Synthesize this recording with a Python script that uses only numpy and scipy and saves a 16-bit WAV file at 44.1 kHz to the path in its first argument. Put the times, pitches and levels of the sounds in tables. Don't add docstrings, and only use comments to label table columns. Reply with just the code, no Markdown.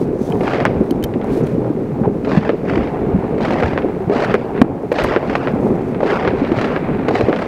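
import sys
import numpy as np
from scipy import signal
from scipy.fft import rfft, irfft, next_fast_len
from scipy.io import wavfile
from scipy.ndimage import map_coordinates

SR = 44100
rng = np.random.default_rng(int(sys.argv[2]) if len(sys.argv) > 2 else 0)


def inscribe(sig):
    pcm = np.round(np.clip(np.atleast_2d(sig).T, -1, 1) * 32767)
    wavfile.write(sys.argv[1], SR, pcm.astype(np.int16))


N = 329427

# (t/s, bang level/dB, bang f/Hz, direct snap level/dB, slope wash level/dB,
# near walls level/dB, far wall crack level/dB, far wall thump level/dB, treble level/dB)
ROCKETS = [ (0.408, -4, 450, -16.5, -23.5, -9.5, 4, -17, 0), (2.248, -16, 438, -14, -25, -11.5, -3.5, 0, 2),
           (2.628, -24, 406, -36, -27, -16, -30, -26, -5), (3.381, -7, 410, -20, -24, -10.5, -8, -7, 1.5),
           (3.532, -8, 300, -16, -28, -12.5, -3.5, -8, 2), (4.097, -3, 420, -17.5, -21, -13, 0, -2, 0.5),
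           (4.9172, -2, 497, -9, -21.5, -9, -2, -1.5, 2),
           (5.228, -12, 493, -21.5, -27, -13, -6.5, -10, -0.5),
           (6.005, -6.5, 638, -19, -24, -14.5, -10, -7.5, -0.5),
           (6.031, -6.5, 524, -16, -23.5, -11.5, -4.5, -9, -2.5),
           (6.335, -4.5, 373, -33, -34, -27.5, -18, -25, 3),
           (6.518, -3, 355, -13, -26.5, -11, -6, -5.5, 2.5),
           (7.0837, -3.5, 552, -6.5, -27, -9, -4, -7, 3.5), (7.295, -3, 445, -15, -28, -13.5, -15, -11, 0)]
# (delay t/s, dull knock level/dB, sharp spatter level/dB)
NEAR_WALLS = [(.024, -1.5, -20.5), (.068, 0.5, -9), (.1, -2.5, -15), (.125, 1, -10), (.2, -2, -18)]


def amp(db):
    return 10 ** (np.asarray(db) / 20)


def unit(x):
    return x / np.sqrt(np.mean(x ** 2) + 1e-20)


def level_curve(rows):
    s, db = np.transpose(rows)
    return np.interp(np.arange(N) / SR, s, db)


def add(track, s, sound):
    start = max(round(s * SR), 0)
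    track[start:start + len(sound)] += sound[:max(N - start, 0)]


def coloured(x, spectrum, size=4096):
    hz, db = np.transpose(spectrum)
    bins_hz = np.fft.rfftfreq(size, 1 / SR)
    gain = amp(np.interp(np.log(bins_hz + 1), np.log(hz), db))
    cepstrum = irfft(np.log(gain))
    cepstrum[1:size // 2] *= 2
    cepstrum[size // 2 + 1:] = 0
    impulse = irfft(np.exp(rfft(cepstrum)))
    return unit(signal.fftconvolve(x, impulse)[:N])


def lowpass(x, hz):
    return signal.sosfilt(signal.butter(2, min(hz, SR / 2 - 100), fs=SR, output="sos"), x)


def patter(rate, spread_db):
    strength = amp(spread_db * np.clip(rng.standard_normal(N), -2, 2))
    hits = rng.random(N) < rate / SR
    return hits * strength * rng.choice([-1, 1], N)


def wobble(rate):
    return map_coordinates(rng.standard_normal(N // 50), [np.arange(N) * rate / SR], mode="wrap")


def swells(rows, attack, t60):
    power = np.zeros(N)
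    for s, hold, db in rows:
        t = np.arange(int((attack + hold + t60) * SR)) / SR
        rise = np.minimum(t / attack, 1)
        fall_db = 60 * np.maximum(t - attack - hold, 0) / t60
        add(power, s, (rise * amp(db - fall_db)) ** 2)
    return np.sqrt(power)


def strokes(rows):
    t = np.arange(N) / SR
    return sum(amp(db) * np.exp(-((t - s) / half) ** 2) for s, half, db in rows)


def report(hz, cycles, air_hz, scatter, span, rise=0):
    t = np.arange(SR // 8) / SR
    front = 1 - np.exp(-(t * hz / (rise + 1e-6)) ** 2)
    decay = amp(-60 * t * hz / cycles)
    swing = lowpass(front * np.sin(2 * np.pi * hz * t) * decay, air_hz)
    swing = signal.sosfilt(signal.butter(2, 0.5 * hz, "high", fs=SR, output="sos"), swing)
    swing /= np.abs(swing).max()
    delays = 1 / hz + span * (np.arange(7) + rng.random(7)) / 7
    places = np.minimum(delays * SR, len(t) - 1).astype(int)
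    strengths = rng.choice([-1, 1], len(delays)) * np.exp(-delays / span)
    paths = np.bincount(places, strengths, len(t))
    trail = lowpass(signal.fftconvolve(swing, paths)[:len(t)], 2600)
    return swing + scatter * trail / np.abs(trail).max()


def boom(hz):
    return report(hz, cycles=6.0, air_hz=2.14 * hz, scatter=0.54, span=.018)


def crack(hz):
    snap = report(hz, cycles=1.72, air_hz=2000 + 1.9 * hz, scatter=0.65, span=.013)
    ring = report(1.42 * hz, cycles=4.4, air_hz=2370, scatter=0.31, span=0.016)
    knock = report(hz=471, cycles=9, air_hz=970, scatter=1.2, span=0.01375)
    mix = amp(-5.5) * snap + amp(-16.5) * ring + amp(-10.0) * 1100 / hz * knock
    return lowpass(mix, hz=5500)


def barrage():
    # (t/s, level/dB)
    far_level = [(0.0, -19), (.6, -20), (.72, -20), (.98, -18), (1.35, -18), (1.9, -20), (2.25, -19),
                 (2.45, -18.5), (2.6, -22.5), (2.75, -16), (2.93, -22), (3.1, -18.5), (3.6, -19.5),
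                 (4.12, -20), (4.5, -22.5), (4.66, -19), (4.76, -23), (4.92, -19), (5.2, -24), (5.6, -18.5),
                 (5.9, -20), (6.3, -19), (6.85, -20), (7.14, -17.5), (7.47, -21)]
    # (t/s, level/dB)
    mid_level = [(0, -32), (.15, -40.5), (.35, -32.5), (.85, -32.5), (1.1, -33), (1.3, -34.5),
                 (1.52, -46.5), (1.66, -29), (1.85, -45), (2.06, -30), (2.2, -50), (2.6, -41.5),
                 (2.9, -32.5), (3.15, -29), (3.35, -34.5), (3.95, -34), (4.48, -29), (4.75, -34),
                 (5.3, -34.5), (5.65, -27), (5.9, -33.5), (6.4, -31.5), (7.47, -30)]
    # (start t/s, hold t/s, level/dB)
    cracker_strings = [(0.68, 0.14, -42), (1.2, 0.24, -38), (2.93, 1, -40), (4.53, 0.013, -32.5),
                       (5.45, 0.58, -40.5), (6.3, 0.84, -33.5)]
    # (f/Hz, level/dB)
    rumble_colour = [(20, -16.5), (50, -8.5), (95, -5), (135, 1), (180, -1), (240, 1.5), (320, -1.5),
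                     (420, 2.5), (550, -9.5), (800, -18.5), (1200, -29.5), (2500, -56.5), (6000, -88)]
    mid_colour = [(250, -25), (520, -3.5), (800, -1.5), (1150, -15), (2500, -33), (6000, -67)]
    crackle_colour = [(250, -27.5), (700, 8.5), (1200, 7.5), (2400, 0.5), (3200, -12), (4200, -17),
                      (6000, -40.5), (16000, -71)]
    roar_db, thuds_db = -.5, -6
    crackle_floor_db = -45

    roar = coloured(patter(rate=900, spread_db=2.0), rumble_colour)
    swell = amp(1.97 * wobble(rate=12))
    bursts = amp(roar_db) * swell * roar + amp(thuds_db) * thuds(count=520)
    far = amp(level_curve(far_level)) * bursts

    mid_grains = coloured(patter(rate=400, spread_db=0.5), mid_colour)
    mids = amp(level_curve(mid_level) + 3.0 * wobble(rate=18)) * mid_grains

    string_swells = swells(cracker_strings, attack=0.034, t60=0.65)
    crackle_envelope = np.hypot(amp(crackle_floor_db), string_swells)
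    crackle = crackle_envelope * coloured(patter(rate=1400, spread_db=1), crackle_colour)
    return far + mids + crackle


def thuds(count):
    pitch, size = rng.standard_normal((2, count, 1))
    start = rng.integers(0, N, (count, 1))
    n = np.arange(SR // 16)
    hz = 310 * np.exp(0.42 * np.clip(pitch, -2.2, 1.3))
    cycle = hz * n / SR
    envelope = cycle * np.exp(-cycle / 1.5)
    swings = amp(1.2 * np.clip(size, -2, 1)) * np.sin(2 * np.pi * cycle) * envelope
    return unit(np.bincount((start + n).ravel(), swings.ravel(), N)[:N])


def singles():
    # (t/s, level/dB, f/Hz)
    lone_booms = [ (0.014, -5.5, 356), (0.213, -7.5, 258), (0.337, -8, 315), (0.768, -16.5, 71),
                  (0.807, -4, 215), (0.812, -1, 394), (0.912, -4, 278), (1.005, -12, 300), (1.038, -21, 60),
                  (1.158, -6.5, 264), (1.33, -20, 269), (1.58, -7, 237), (1.702, -6.5, 320),
                  (1.752, -10.5, 232), (2.014, -4, 188), (2.07, -4, 174), (2.078, -1.5, 366),
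                  (2.374, 2.5, 179), (2.534, -4.5, 384), (2.773, -4, 284), (2.788, -17.5, 70),
                  (3.019, -18, 91), (3.07, -11.5, 183), (3.135, -15.5, 69.4), (3.146, -3.5, 193),
                  (3.421, -10, 250), (3.641, -11, 94), (3.734, -19.5, 80), (3.846, -3, 427),
                  (4.075, -10, 156), (4.16, -7.5, 300), (4.446, -14, 413), (4.645, -7, 252),
                  (4.835, -10.5, 434), (5.025, -22, 68.5), (5.537, -10, 198), (5.707, -7.5, 276),
                  (6.053, -4, 360), (6.125, -4.5, 390), (6.275, -13, 115), (6.419, -4, 300),
                  (6.575, -14, 120), (6.893, -8, 258), (7.234, -12.5, 100), (6.99, -10, 260),
                  (7.2848, -1, 398)]
    # (t/s, level/dB, f/Hz)
    extra_knocks = [(1.244, -13, 670), (1.606, -18, 680), (3.404, -16, 690), (3.557, -7.5, 610),
                    (3.632, -12.5, 646), (4.109, -3.5, 440), (4.122, -7, 465), (4.942, -9, 560),
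                    (5.044, -8, 616), (5.353, -9.5, 690), (5.667, -9, 706), (6.031, -8, 565),
                    (6.642, -13, 557), (7.109, -7.5, 645), (7.154, -10.5, 560), (7.212, -8.5, 634),
                    (7.417, -16, 616)]
    # (t/s, level/dB, f/Hz)
    sharp_snaps = [(0.472, -12, 2200), (0.545, -11, 1800), (0.57, -17, 2400), (1.139, -17, 1900),
                   (1.215, -19.5, 2150), (1.303, -25, 1400), (2.41, -19, 2600), (2.874, -20, 1900),
                   (3.821, -16, 1700), (4.353, -10, 1500), (4.578, -12, 1390), (4.986, -5, 2200),
                   (5.128, -11, 1310), (5.354, -5, 1900), (5.947, -16.5, 1690), (6.277, -11, 3000),
                   (6.449, -12, 2000), (6.586, -11, 1700), (6.643, -8.5, 1780), (6.888, -17, 1300),
                   (7.155, -7, 1590), (7.362, -12, 3000)]
    swell_cycles, lead_cycles = 0.85, .6

    out = np.zeros(N)
    for s, db, hz in lone_booms:
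        far_boom = report(hz, cycles=4.24, air_hz=2.05 * hz, scatter=0.49, span=0.0177, rise=swell_cycles)
        add(out, s - lead_cycles / hz, amp(db) * far_boom)
    for s, db, hz in extra_knocks:
        add(out, s, amp(db) * report(hz, cycles=6.8, air_hz=1.9 * hz, scatter=0.49, span=.009))
    for s, db, hz in sharp_snaps:
        add(out, s, amp(db) * lowpass(crack(hz), hz=2.4 * hz))
    return out


def rockets():
    snap_hz, knock_hz = 1400, 606
    wall_delay_s, wall_crack_hz = .245, 1160
    wall_knock_hz = 468
    wall_body_hz, wall_body_db = 1640, -8
    roof_lag_s, roof_db, roof_hz = 0.0097, -9, 1710

    out = np.zeros(N)
    for s, bang_db, hz, direct_db, _, near_db, far_db, thump_db, _ in ROCKETS:
        add(out, s, amp(bang_db) * boom(hz) + amp(direct_db) * crack(snap_hz))
        for delay, knock_db, _ in NEAR_WALLS:
            add(out, s + delay, amp(near_db + knock_db) * boom(knock_hz))
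        wall_s = s + wall_delay_s
        add(out, wall_s, amp(far_db) * crack(wall_crack_hz) + amp(thump_db) * boom(wall_knock_hz))
        wall_body = report(wall_body_hz, cycles=3, air_hz=1490, scatter=0.52, span=.014)
        add(out, wall_s, amp(far_db + wall_body_db) * wall_body)
        add(out, wall_s + roof_lag_s, amp(far_db + roof_db) * crack(roof_hz))
    return out


def heavy_shell():
    # (t/s, level/dB, f/Hz)
    shell = (4.6156, 20, 247)
    # (f/Hz, level/dB, decay/cycles)
    shell_swings = [(176.5, -16.5, 2.2), (405, -13.5, 5)]
    s, db, hz = shell
    out = np.zeros(N)
    blast = report(hz, cycles=6.8, air_hz=700, scatter=.06, span=.016)
    for part_hz, part_db, cycles in shell_swings:
        blast = blast + amp(part_db) * report(part_hz, cycles, air_hz=900, scatter=.06, span=.016)
    add(out, s, amp(db) * blast)
    return out


def spatters():
    # (t/s, level/dB, treble level/dB)
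    pop_bunches = [(0.601, -19.5, -7), (2.684, -27, -3), (2.696, -21, -5), (2.733, -25, -5),
                   (2.755, -20.5, -4), (2.776, -25, -2), (3.631, -17, -3), (4.178, -25, 4),
                   (4.245, -19.5, 6), (5.018, -24, 4), (5.352, -16.5, 3), (6.611, -18.5, 4),
                   (7.387, -23, 2), (7.418, -22, -1)]
    # (f/Hz, level/dB)
    snap_colour = [(300, -17.5), (800, 4.5), (1400, 5), (2300, 0.5), (3200, -13.5), (4500, -11),
                   (7000, -31), (15000, -64.5)]
    sparkle_colour = [(2000, -22), (4000, 14), (6000, -0.5), (9000, -14.5), (12000, -19.5), (15000, -28.5)]
    rise_s, t60_s = 0.0016, 0.029
    sparkle_db, direct_share_db = -16, -11

    bunches = list(pop_bunches)
    for s, _, _, direct_db, _, near_db, _, _, treble_db in ROCKETS:
        bunches.append((s, direct_db + direct_share_db, treble_db))
        bunches += [(s + delay, near_db + db, treble_db) for delay, _, db in NEAR_WALLS]
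    body = swells([(s, .002, db) for s, db, _ in bunches], rise_s, t60_s)
    sparkle = swells([(s, .003, db + treble_db) for s, db, treble_db in bunches], rise_s, t60_s)
    snaps = patter(rate=5000, spread_db=0.0)
    treble = amp(sparkle_db) * sparkle * coloured(snaps, sparkle_colour)
    return body * coloured(snaps, snap_colour) + treble


def slope():
    # (f/Hz, level/dB)
    wash_colour = [(150, -22), (480, 12.5), (750, 9.5), (900, 3.5), (1200, 2.5), (2100, -2), (2700, -7.5),
                   (3300, -14.5), (5000, -20.5), (7500, -42.5), (15000, -58)]
    fizz_colour = [(1500, -22.5), (4000, 19), (7000, -3), (15000, -32.5)]
    wash_hold_s, fizz_hold_s, fizz_delay_s = 0.15, 0.1, 0.0059

    body_events, fizz_events = [], []
    for s, _, _, _, wash_db, _, _, _, treble_db in ROCKETS:
        body_events.append((s, wash_hold_s, wash_db))
        fizz_events.append((s + fizz_delay_s, fizz_hold_s, wash_db + treble_db))
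    body = swells(body_events, attack=0.069, t60=0.48)
    fizz = swells(fizz_events, attack=0.044, t60=0.3)

    haze = unit(patter(rate=3000, spread_db=1.0))
    pops = unit(patter(rate=200, spread_db=2.5))
    grains = haze + 0.64 * pops
    lag = .0011 * np.exp(.35 * wobble(rate=30))
    bounced = grains[np.maximum(np.arange(N) - (lag * SR).astype(int), 0)]
    grains = grains + 0.77 * bounced
    clumps = unit(amp(1.6 * wobble(rate=75)))
    treble = amp(-18.5) * fizz * coloured(grains + 0.53 * pops, fizz_colour)
    return clumps * (body * coloured(grains, wash_colour) + treble)


def handling():
    # (middle t/s, half length t/s, level/dB)
    sleeve_strokes = [(0.01, 0.031, -49.5), (0.259, 0.071, -53.5), (0.44, 0.1, -54), (0.85, 0.086, -59.5),
                      (1.348, 0.055, -49), (1.47, 0.072, -55), (5.7, 0.23, -64)]
    # (middle t/s, half length t/s, level/dB)
    cuff_scrapes = [(.245, 0.058, -53.5), (1.44, .007, -48.5)]
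    # (f/Hz, level/dB)
    sleeve_colour = [(1000, -33.5), (3500, 5.5), (6000, 1.5), (7600, -2), (9500, -2), (12000, -5.5),
                     (16000, -9.5)]
    cuff_colour = [(3000, -26), (5000, -16), (6100, -4), (7200, -13), (16000, -33)]
    hiss_colour = [(500, 1), (4000, -4), (9000, -10.5), (16000, -16)]
    rest_db, flutter_db = -67.5, 3

    flutter = amp(flutter_db * wobble(rate=99))
    cloth = coloured(patter(rate=4000, spread_db=2.5), sleeve_colour)
    rustle = (amp(rest_db) + strokes(sleeve_strokes)) * flutter * cloth
    scrape = strokes(cuff_scrapes) * coloured(patter(rate=1200, spread_db=3), cuff_colour)
    hiss = amp(-56.5) * coloured(rng.standard_normal(N), hiss_colour)
    return ticks() + rustle + scrape + hiss


def ticks():
    # (t/s, level/dB, t60/s, ring of the case against the click level/dB, hardness f/Hz)
    touches = [(0.301, -32, 0.012, -15, 14000), (0.3225, -36, .007, 16, 2900),
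               (0.909, -23.5, 0.0051, 1.5, 14000), (1.027, -32, 0.02, -1.5, 12000),
               (1.039, -22, 0.026, 2, 17000), (1.243, -38, 0.012, -9, 12000),
               (1.469, -35.5, 0.018, -1.5, 9000), (4.926, -32.5, 0.025, -4, 9000),
               (5.037, -30, 0.064, -3, 9500)]
    # (f/Hz, level/dB, t60/s)
    case_modes = [(1712, -7.5, 0.019), (2500, -2, .009), (3060, -0.5, .011), (4220, -10, 0.012),
                  (5850, -13, 0.011), (8650, -17, .012), (9740, -13.5, .02), (13200, -8, .014)]
    click_colour = [(200, -2.5), (2000, 8), (6000, -1.5), (13000, -5), (16000, -14.5)]  # (f/Hz, level/dB)

    clicks, pushes = np.zeros(N), np.zeros(N)
    t = np.arange(SR // 10) / SR
    for s, db, t60, ring_db, hz in touches:
        decay_db = db - 60 * t / t60
        add(clicks, s, amp(decay_db))
        add(pushes, s, lowpass(amp(decay_db + ring_db) * rng.standard_normal(len(t)), hz))
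    ring = sum(amp(db - 60 * t / t60) * np.sin(2 * np.pi * hz * t) for hz, db, t60 in case_modes)
    case = signal.fftconvolve(pushes, ring / np.linalg.norm(ring))[:N]
    return case + clicks * coloured(rng.standard_normal(N), click_colour)


def scene():
    fireworks = barrage() + singles() + rockets() + heavy_shell() + spatters() + slope()
    return (fireworks + handling())[None]


def gain_control(x, threshold, depth_db, release):
    excess = np.maximum(np.abs(x) - threshold, 0) * 1000 / SR
    charge = signal.lfilter([1], [1, -np.exp(-1 / (release * SR))], excess)
    return x * amp(-depth_db * charge / (1 + charge))


def record(dry):
    top_hz = 16000
    ridden = gain_control(dry, threshold=0.53, depth_db=4.5, release=0.053)
    clipped = np.clip(ridden, -1, 1)
    size = next_fast_len(N + SR // 2)
    in_band = np.fft.rfftfreq(size, 1 / SR) < top_hz
    return irfft(rfft(clipped, size) * in_band, size)[..., :N]


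dry = scene()
out = record(dry)
inscribe(out)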